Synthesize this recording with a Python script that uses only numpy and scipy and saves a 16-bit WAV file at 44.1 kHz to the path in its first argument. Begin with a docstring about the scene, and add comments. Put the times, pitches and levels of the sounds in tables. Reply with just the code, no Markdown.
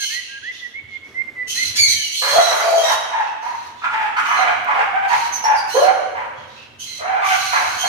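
"""A hard-walled pen, where puppies play-fight on the floor and are heard from close by.
One whines in thin, almost pure notes; then harsh squeals and rough yaps, made of harmonics
and puffs of noise shaped by a throat, overlap and ring round the walls.
Scuffling, brushing and claw ticks are shaped noise, over a faint low rumble that swells at each bump."""
import sys
import numpy as np
from scipy import signal
from scipy.fft import rfft, irfft, next_fast_len
from scipy.io import wavfile
from scipy.ndimage import uniform_filter1d, map_coordinates

SR = 44100
rng = np.random.default_rng(int(sys.argv[2]) if len(sys.argv) > 2 else 0)


def int16_out(signal):
    """Quantize to a 16-bit WAV file."""
    q = np.round(np.clip(np.atleast_2d(signal).T, -1, 1) * 32767)
    wavfile.write(sys.argv[1], SR, q.astype(np.int16))


N = 347508  # length of the scene in samples
TOP_HZ = 15800  # nothing is kept above this


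def amp(db):
    """Turn decibels into a gain."""
    return 10 ** (np.asarray(db) / 20)


def unit(x):
    """Scale to an average strength (rms) of 1."""
    return x / np.sqrt(np.mean(x ** 2) + 1e-20)


def along(points, hz):
    """Read (frequency, value) points at any frequency, on a log scale."""
    point_hz, values = np.transpose(points)
    return np.interp(np.log(hz + 1), np.log(point_hz + 1), values)


def curve(rows):
    """Join (time, value) rows into one value per sample."""
    return np.interp(np.arange(N) / SR, *np.transpose(rows))


def wobble(rate, size):
    """Make a smooth random curve with this many random points a second."""
    return map_coordinates(rng.standard_normal(1024), [np.arange(size) * rate / SR], mode="wrap")


def filtered(x, response):
    """Make each frequency of x louder or softer by the given response."""
    size = x.shape[-1]
    padded = next_fast_len(size + 2048)
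    spectrum = rfft(x, padded) * response(np.fft.rfftfreq(padded, 1 / SR))
    return irfft(spectrum, padded)[..., :size]


def add(track, s, x):
    """Mix x into the track from time s, which may lie before the start."""
    start = round(s * SR)
    x = x[..., max(0, -start):]
    part = track[..., max(0, start):][..., :x.shape[-1]]
    part += x[..., :part.shape[-1]]


def arch(length, middle_hz, glide, bow):
    """Progress 0-1 through a call, and its pitch: a glide in semitones whose two ends sag by the bow."""
    u = np.linspace(0, 1, int(np.clip(length, .01, .5) * SR))
    semitones = glide * (u - .5) - bow * (2 * u - 1) ** 2
    return u, middle_hz * 2 ** (semitones / 12)


def swell(u, rise, fall):
    """Pressure builds and lets go over these shares of the call."""
    build = np.sin(np.pi / 2 * np.clip(u / rise, 0, 1))
    let_go = np.sin(np.pi / 2 * np.clip((1 - u) / fall, 0, 1))
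    return unit(build * let_go)


def ground(spectrum, apart):
    """Stereo noise of rms 1, mid shared by both ears; apart sets how much they differ."""
    mid, side = filtered(rng.standard_normal((2, N)), lambda f: amp(along(spectrum, f)))
    return unit(np.array([mid + apart * side, mid - apart * side]))


def bumps():
    """Strength of the low rumble: a steady bed, and a quick swell that dies away for each bump on the floor."""
    # the steady bed: (time [s], level [dB])
    bed = [(0.0, -67.5), (1.91, -53), (2.06, -66), (3.62, -60), (4.43, -56), (7.88, -53.5)]
    # bodies bump the floor: (time [s], relative level [dB])
    hits = [(.39, -60), (.82, -55), (1.661, -46.5), (1.8, -43.5), (1.89, -47), (2.32, -54), (2.48, -56),
            (2.89, -57), (4.48, -54), (6.38, -52), (6.72, -74), (7.35, -56), (7.66, -53), (7.839, -53)]
    rise_s, t60_s = 0.0088, 0.6  # t60: the time to fade by 60 dB
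    power, t = amp(curve(bed)) ** 2, np.arange(SR) / SR
    for s, db in hits:
        fade = amp(db - 60 * t / t60_s)
        add(power, s, (fade * 2 * (1 - np.exp(-t / rise_s))) ** 2)
    return np.sqrt(power)


def rumble():
    """Deep noise whose strength follows the bed and the bumps."""
    # tone of the rumble: (frequency [Hz], relative level [dB per Hz])
    bass = [(15, -64), (25, -37), (85, 9.5), (103, 6.5), (145, 4), (167, -43), (220, 2), (290, -29),
            (480, -120)]
    return bumps() * ground(bass, apart=.5)


def scuffle():
    """Bodies rubbing on the floor: soft noise that rises and falls."""
    # bodies on the floor: (time [s], level [dB])
    strength = [(0, -57.5), (1, -53.5), (1.08, -49), (1.9, -47.5), (2.02, -54), (3.5, -53), (4.4, -44.5),
                (6.8, -53.5), (7.88, -47)]
    # tone of the scuffling: (frequency [Hz], relative level [dB per Hz])
    rustle = [(100, -17), (240, -0.5), (400, -1.5), (800, -9), (2000, -7.5), (6000, -23.5), (15000, -35.5)]
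    return amp(curve(strength)) * ground(rustle, apart=0.43)


def brushes():
    """Paws and fur brush the floor: strokes of hiss that start fast and fade slowly."""
    # the strokes: (time [s], length [s], level [dB])
    strokes = [(0.512, 0.29, -51), (1.035, 0.3, -61.5), (3.418, 0.16, -52), (6.47, 0.15, -60)]
    # tone of the hiss: (frequency [Hz], relative level [dB per Hz])
    fur = [(500, -13), (1300, -1.5), (3000, -7), (6000, 13), (7500, -11.5), (11000, -5.5), (15000, -21)]
    strength = np.zeros(N)
    for s, length, db in strokes:
        u = np.linspace(0, 1, int(length * SR))
        add(strength, s, amp(db) * swell(u, rise=0.059, fall=0.89))
    return strength * ground(fur, apart=0.98)


def claws():
    """Claws tick on the floor: noise that fades by 60 dB in 6 ms, with its bass thinned out."""
    # claws on the floor: (time [s], level before the 5 dB cut and the thinning [dB])
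    ticks = [(4.646, -27)]
    track, t = np.zeros(N), np.arange(SR // 20) / SR
    for s, db in ticks:
        add(track, s, amp(db - 5 - 60 * t / .006) * rng.standard_normal(len(t)))
    return filtered(track, lambda f: f / (f + 2000))


def pen(x, direct_db, wall_db, tail_db, facing_db=0):
    """The straight path, a quick scatter off the nearest walls and the long ring of the pen."""
    # direction of the straight path: (time [s], delay of the left ear behind the right [samples])
    bearing = [(0, 4.6), (3.8, 6.5), (4.5, 11.4), (7.88, 13.6)]
    # ring of the pen: (frequency [Hz], time to fade by 60 dB [s])
    ring = [(150, 2.17), (700, 0.91), (1400, 1.32), (2200, 1.27), (3100, 1.42), (4200, 0.94), (6500, 0.98),
            (10000, 0.83), (15000, 0.28)]
    # long ring: noise in which each pitch fades at its own speed, starting 10 ms late
    hz, t, bands = signal.stft(rng.standard_normal((2, SR)), SR, nperseg=256)
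    fading = bands * amp(-60 * t / along(ring, hz)[:, None])
    tail = signal.istft(fading, SR, nperseg=256)[1]
    tail = np.pad(tail, ((0, 0), (SR // 100, 0)))
    # wall scatter: sparse random echoes that fade by 60 dB in 0.12 s
    age = np.arange(tail.shape[1]) / SR
    sparse = rng.random(tail.shape) < .01
    walls = rng.standard_normal(tail.shape) * sparse * amp(-60 * age / 0.12)
    response = sum(amp(db) * h / np.linalg.norm(h, axis=1, keepdims=True)
                   for db, h in [(wall_db, walls), (tail_db, tail)])
    # straight path: half the delay goes to each ear
    n, lag = np.arange(N), curve(bearing) / 2
    direct = np.array([map_coordinates(x, [n - lag]), map_coordinates(x, [n + lag])])
    to_walls = (x * amp(-facing_db))[None]
    echoes = signal.fftconvolve(to_walls, response, axes=1)[:, :N]
    return amp(direct_db + facing_db) * direct + echoes


def facing(voice):
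    """A harder squeal turns to the listener: more comes straight, less goes to the walls [dB]."""
    lift, easy_db, turn_db = 0.2, -32.5, 4  # dB per dB above an easy cry, level of that cry, limit
    level_db = 10 * np.log10(np.abs(uniform_filter1d(voice ** 2, SR // 20)) + 1e-9)
    return np.clip(lift * (level_db - easy_db), -turn_db, turn_db)


def leaning(pair, left_db):
    """Make the left ear louder than the right by left_db; a negative value favours the right."""
    return pair * amp(np.array([[.5], [-.5]]) * left_db)


def whines(overtone_db, jitter):
    """Almost pure whistled notes: a sine with a faint overtone an octave up and a slightly shaky pitch."""
    # thin whines: (time [s], length [s], level before the pen [dB], middle pitch [Hz], glide [semitones])
    thin_notes = [(-.03, 0.082, -36.5, 1644, -2), (0.083, 0.12, -32.5, 1880, 3.5),
                  (0.271, 0.12, -40, 1621, 0.5), (0.417, 0.1, -31, 1883, 6), (0.601, 0.069, -34, 1958, -1),
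                  (0.731, 0.066, -32, 2160, 2), (0.826, 0.068, -45, 2164, 2.5),
                  (.895, 0.077, -35.5, 2145, -0.6), (1, 0.076, -39.5, 2175, 0.6),
                  (1.14, 0.0827, -27, 2086, 1), (1.249, 0.043, -38.5, 2085, .3),
                  (1.353, 0.079, -29, 1998, -0.2), (1.447, 0.036, -38, 2005, 0.5),
                  (1.556, 0.083, -26, 2010, 3.1), (1.929, .1, -44.5, 1780, -2.1)]
    bow_share = 0.281  # bow of a whine as a share of its glide
    track = np.zeros(N)
    for s, length, db, middle_hz, glide in thin_notes:
        u, hz = arch(length, middle_hz, glide, bow_share * glide)
        shaky_hz = hz * (1 + jitter * wobble(257, len(u)))
        phase = 2 * np.pi * np.cumsum(shaky_hz) / SR
        tone = unit(np.sin(phase) + amp(overtone_db) * np.sin(2 * phase))
        add(track, s, amp(db) * swell(u, rise=0.9, fall=0.028) * tone)
    return track


def breaking(rows, break_share, head_glide, tail_glide, tail_bright_db, tail_rough, bow):
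    """Two notes for each cry: the tail takes over at a set share of the head and sinks."""
    notes = []
    for s, head_s, head_db, head_hz, tail_s, tail_db, tail_hz, rough, bright_db in rows:
        notes.append((s, head_s, head_db, head_hz, head_glide, rough, bright_db, bow))
        notes.append((s + break_share * head_s, tail_s, tail_db, tail_hz, tail_glide,
                      tail_rough * rough, bright_db + tail_bright_db, bow))
    return notes


def alike(rows, glide, rough, bright_db, bow):
    """Notes that share one pitch shape, roughness and brightness."""
    return [(*row, glide, rough, bright_db, bow) for row in rows]


def cries(calls, throat, attack_s, jitter, jitter_rate, flutter_db, flutter_rate, throb_db, slope_db):
    """Strained vocal folds: roughness shakes the pitch and mixes in puffs of air, shaped by the throat."""
    track = np.zeros(N)
    harmonic = np.arange(1, 13)[:, None]
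    for s, length, db, middle_hz, glide, rough, bright_db, bow in calls:
        u, hz = arch(length, middle_hz, glide, bow)
        size = len(u)
        rough = np.clip(rough, 0, 1)
        shaky_hz = hz * (1 + jitter * (1 + rough) / 2 * wobble(jitter_rate, size))
        phase = 2 * np.pi * np.cumsum(shaky_hz) / SR
        # higher harmonics are weaker, and none lies above the top
        strength = amp(slope_db * np.log2(harmonic)) * (harmonic * middle_hz < TOP_HZ)
        tone = np.sum(strength * np.cos(harmonic * phase), axis=0)
        # the air comes in puffs, in step with the pitch
        puffs = rng.standard_normal(size) * (1 + 0.79 * np.cos(phase))

        def mouth(f):
            """Throat, a tilt over the first two octaves above the pitch, and little sound below it."""
            tilt_db = bright_db * np.log2(np.clip(f / middle_hz, 1, 4))
            return amp(along(throat, f) + tilt_db) / (1 + (0.57 * middle_hz / (f + 1)) ** 8)

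        def gather(f):
            """Turbulence gathers round the lowest harmonics."""
            return amp(2.5 * np.cos(2 * np.pi * f / middle_hz) * np.exp(-f / (4 * middle_hz)))

        air = filtered(puffs, lambda f: mouth(f) * gather(f))
        air_share = .8 * rough ** 2
        voice = np.sqrt(1 - air_share) * unit(filtered(tone, mouth)) + np.sqrt(air_share) * unit(air)
        # fast flutter of the folds on top of the slower throbs of a growl, around 38 a second
        throb = np.sin(2 * np.pi * np.cumsum(38 + 9 * wobble(37.7, size)) / SR)
        shake_db = np.sqrt(rough) * (flutter_db * wobble(flutter_rate, size) + throb_db * throb)
        pressure = swell(u, rise=min(.35, attack_s / length), fall=.25)
        add(track, s, amp(db) * unit(pressure * voice * amp(shake_db)))
    return track


def squeals():
    """The tight throat: shrieks, breaking squeals, whimpers and squeaks."""
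    # Levels are before the pen; pitches are those at the middle of a note; roughness is held to 0-1.
    # single shrieks: (time [s], length [s], level [dB], pitch [Hz], glide [semitones], roughness,
    # brightness [dB per octave], bow [semitones])
    shrieks = [(-.03, 0.08, -25.5, 2110, -.5, 0.42, -1, -0.5), (1.75, 0.029, -18, 1800, 7.5, 0.86, 1, -3.5),
               (1.772, 0.08, -9.5, 2259, -1.6, 0, 0, 1), (1.865, 0.073, -16.5, 2080, 0.5, 0.47, 3, 2.7),
               (1.885, 0.22, -28, 3046, -2.5, 0.37, 2.5, 0.3), (2.11, 0.064, -25.5, 3220, 4, 0.65, 0, -1),
               (2.15, 0.25, -21.5, 4190, 0.5, 0.6, 1, -0.5), (2.87, 0.071, -26.5, 3000, 1.2, 1.1, 0, .4),
               (3.405, 0.31, -50.5, 2050, -4, 1.2, -5.5, .5), (5.068, 0.23, -36, 2130, -4.5, 1.1, -3, 1),
               (5.668, .2, -32.5, 3140, -1.5, 0.48, 5.5, 4.5), (5.68, 0.2, -32.5, 4200, 0.1, 0.65, -5.5, 0),
               (7.56, 0.26, -35, 2086, 1.1, 0.94, -0.5, 0)]
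    # squeals whose high head drops into a lower tail, at about two thirds of its pitch:
    # (time [s], head length [s], head level [dB], head pitch [Hz],
    # tail length [s], tail level [dB], tail pitch [Hz], roughness, head brightness [dB per octave])
    broken_squeals = [(-.03, 0.13, -27, 3080, 0.084, -28.5, 2143, 0.77, -1),
                      (1.468, 0.07, -25.5, 3110, 0.18, -24.5, 2074, 0.77, 1),
                      (2.27, 0.14, -26.5, 3284, 0.15, -22, 1983, 0.55, 1.5),
                      (2.51, 0.11, -32, 3230, 0.24, -32.5, 2300, 0.85, 3),
                      (2.75, .08, -27, 3193, 0.093, -22, 1905, 0.48, 1),
                      (4.24, .12, -35.5, 3020, .09, -33.5, 2070, 0.54, -0.5),
                      (6.783, 0.069, -33.5, 3180, 0.17, -37, 2060, 0.71, 0.5),
                      (7.235, 0.17, -30.5, 3150, 0.23, -29, 2060, 1, 0),
                      (7.77, 0.071, -25, 3180, 0.089, -25.5, 2156, 0.52, 2)]
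    # faint whimpers through a closed mouth: (time [s], length [s], level [dB], pitch [Hz])
    whimpers = [(.21, 0.127, -44, 2775), (.405, 0.082, -45, 3350), (.51, 0.102, -43.5, 3550),
                (.87, 0.101, -54, 3420), (3.19, 0.121, -43.5, 2672), (3.76, 0.17, -50, 3540),
                (4.68, 0.082, -46, 2800), (6.34, 0.118, -53.5, 3260), (6.465, 0.135, -54, 3800),
                (6.55, 0.099, -47, 2680)]
    # a run of tiny falling squeaks: (time [s], length [s], level [dB], pitch [Hz])
    squeaks = [(5.315, 0.056, -26.5, 6150), (5.43, 0.029, -28, 5550), (5.545, .06, -33.5, 4800)]
    # throat and mouth held tight: (frequency [Hz], relative level [dB])
    tight = [(1000, -7), (2100, -14.5), (2550, 3), (3100, 3.5), (3550, -0.5), (4200, 5.5), (5200, 0.5),
             (6300, 4), (7500, -9.5), (10500, -7), (13000, -11.5), (16000, -27)]
    notes = shrieks + breaking(broken_squeals, break_share=.8, head_glide=0.33, tail_glide=-0.66,
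                               tail_bright_db=-2.5, tail_rough=0.92, bow=0.421)
    notes += alike(whimpers, glide=-0.26, rough=0.81, bright_db=-12.5, bow=0.19)
    notes += alike(squeaks, glide=-0.76, rough=0.38, bright_db=-0.5, bow=-0.039)
    return cries(notes, tight, attack_s=.03, jitter=0.0279, jitter_rate=350,
                 flutter_db=2.0, flutter_rate=180, throb_db=0.8, slope_db=-7)


def yaps(yap_bow):
    """The open throat: single yaps and breaking barks."""
    # Levels are before the pen; pitches are those at the middle of a note; roughness is held to 0-1.
    # single yaps: (time [s], length [s], level [dB], pitch [Hz], glide [semitones], roughness,
    # brightness [dB per octave])
    single_yaps = [(2.213, 0.13, -22, 561, 1.5, 1.05, 6), (2.323, 0.099, -11.5, 662, 3, 0.48, -1.5),
                   (2.457, 0.25, -22, 634.3, -2.5, 0.96, 2), (2.638, 0.22, -16.5, 662.7, -1, 0.41, -13),
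                   (2.83, 0.13, -19.5, 931, -2, 1, 1.5), (3.11, .14, -20, 882, -2.5, 0.58, 4.5),
                   (3.415, 0.14, -26, 949, 1.5, 0.54, 1.5), (4.928, 0.072, -18, 774, 2, 0.24, 7),
                   (5.016, 0.051, -18.5, 798.4, -0.5, 0.42, 8), (5.088, 0.072, -14.5, 962, -0.5, 0.66, 6.5),
                   (5.43, .13, -15.5, 865.5, -2.5, 0.55, 3), (5.738, 0.1, -12.5, 556, 5, 0.4, -5.5),
                   (5.82, 0.096, -14.5, 753, 1.63, 0.47, 0.5), (6.146, .12, -27, 984.4, 0.2, .92, 3.5),
                   (6.986, 0.086, -27, 646, 0, 0.77, 1), (7.043, 0.19, -20, 768, 1, 0.56, 4),
                   (7.83, 0.05, -21, 740, 0.5, 1, 2)]
    # barks that break into a lower tail: (time [s], head length [s], head level [dB], head pitch [Hz],
    # tail length [s], tail level [dB], tail pitch [Hz], roughness, head brightness [dB per octave])
    barks = [(3.815, 0.1, -21.5, 1354, 0.199, -22, 858, 0.71, 4.4),
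             (4.158, 0.053, -16, 1430, 0.083, -25.5, 1160, 0.87, 7),
             (4.28, 0.093, -17, 1189, 0.17, -17.5, 738.3, 0.9, 2.9),
             (4.66, .075, -18, 1090, .11, -17, 785.4, 0.94, 0.84),
             (7.21, .07, -18.5, 1178, 0.0852, -16.5, 761.4, 0.56, 9.9),
             (7.52, 0.07, -16.5, 1100, 0.11, -22, 746, 0.98, 3.1)]
    # throat and mouth held open: (frequency [Hz], relative level [dB])
    open_throat = [(200, -18), (400, -5.5), (650, 3), (950, 5.5), (1250, 2.5), (1430, 0.5), (1600, 1.5),
                   (1850, -4.5), (2200, -4), (2900, -17), (4000, -30.5), (6500, -39.5), (12000, -53),
                   (16000, -53)]
    notes = [(*row, yap_bow) for row in single_yaps]
    notes += breaking(barks, break_share=.92, head_glide=-0.44, tail_glide=-1.29,
                      tail_bright_db=4.5, tail_rough=0.96, bow=0.18)
    return cries(notes, open_throat, attack_s=0.024, jitter=0.0447, jitter_rate=300,
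                 flutter_db=3.5, flutter_rate=166.7, throb_db=2.0, slope_db=-12.5)


def scene():
    """Three kinds of voice in the pen, over scuffling and rumble."""
    floor = rumble() + scuffle() + brushes() + claws()
    whine = pen(whines(overtone_db=-39, jitter=.003), direct_db=1, wall_db=-7, tail_db=-11)
    squeal = squeals()
    squeal = pen(squeal, direct_db=-11.0, wall_db=3.0, tail_db=-2.5, facing_db=facing(squeal))
    yap = pen(yaps(yap_bow=0.66), direct_db=-5.5, wall_db=-3.0, tail_db=-3.0)
    voices = leaning(whine, left_db=-5.5) + leaning(squeal, left_db=-1.66) + leaning(yap, left_db=-2.5)
    return floor + voices


def record(dry):
    """Round off the highest peaks, then keep nothing above the top frequency."""
    rounded = dry / (1 + np.abs(dry) ** 6) ** (1 / 6)
    return filtered(rounded, lambda f: f < TOP_HZ)


dry = scene()
out = record(dry)
int16_out(out)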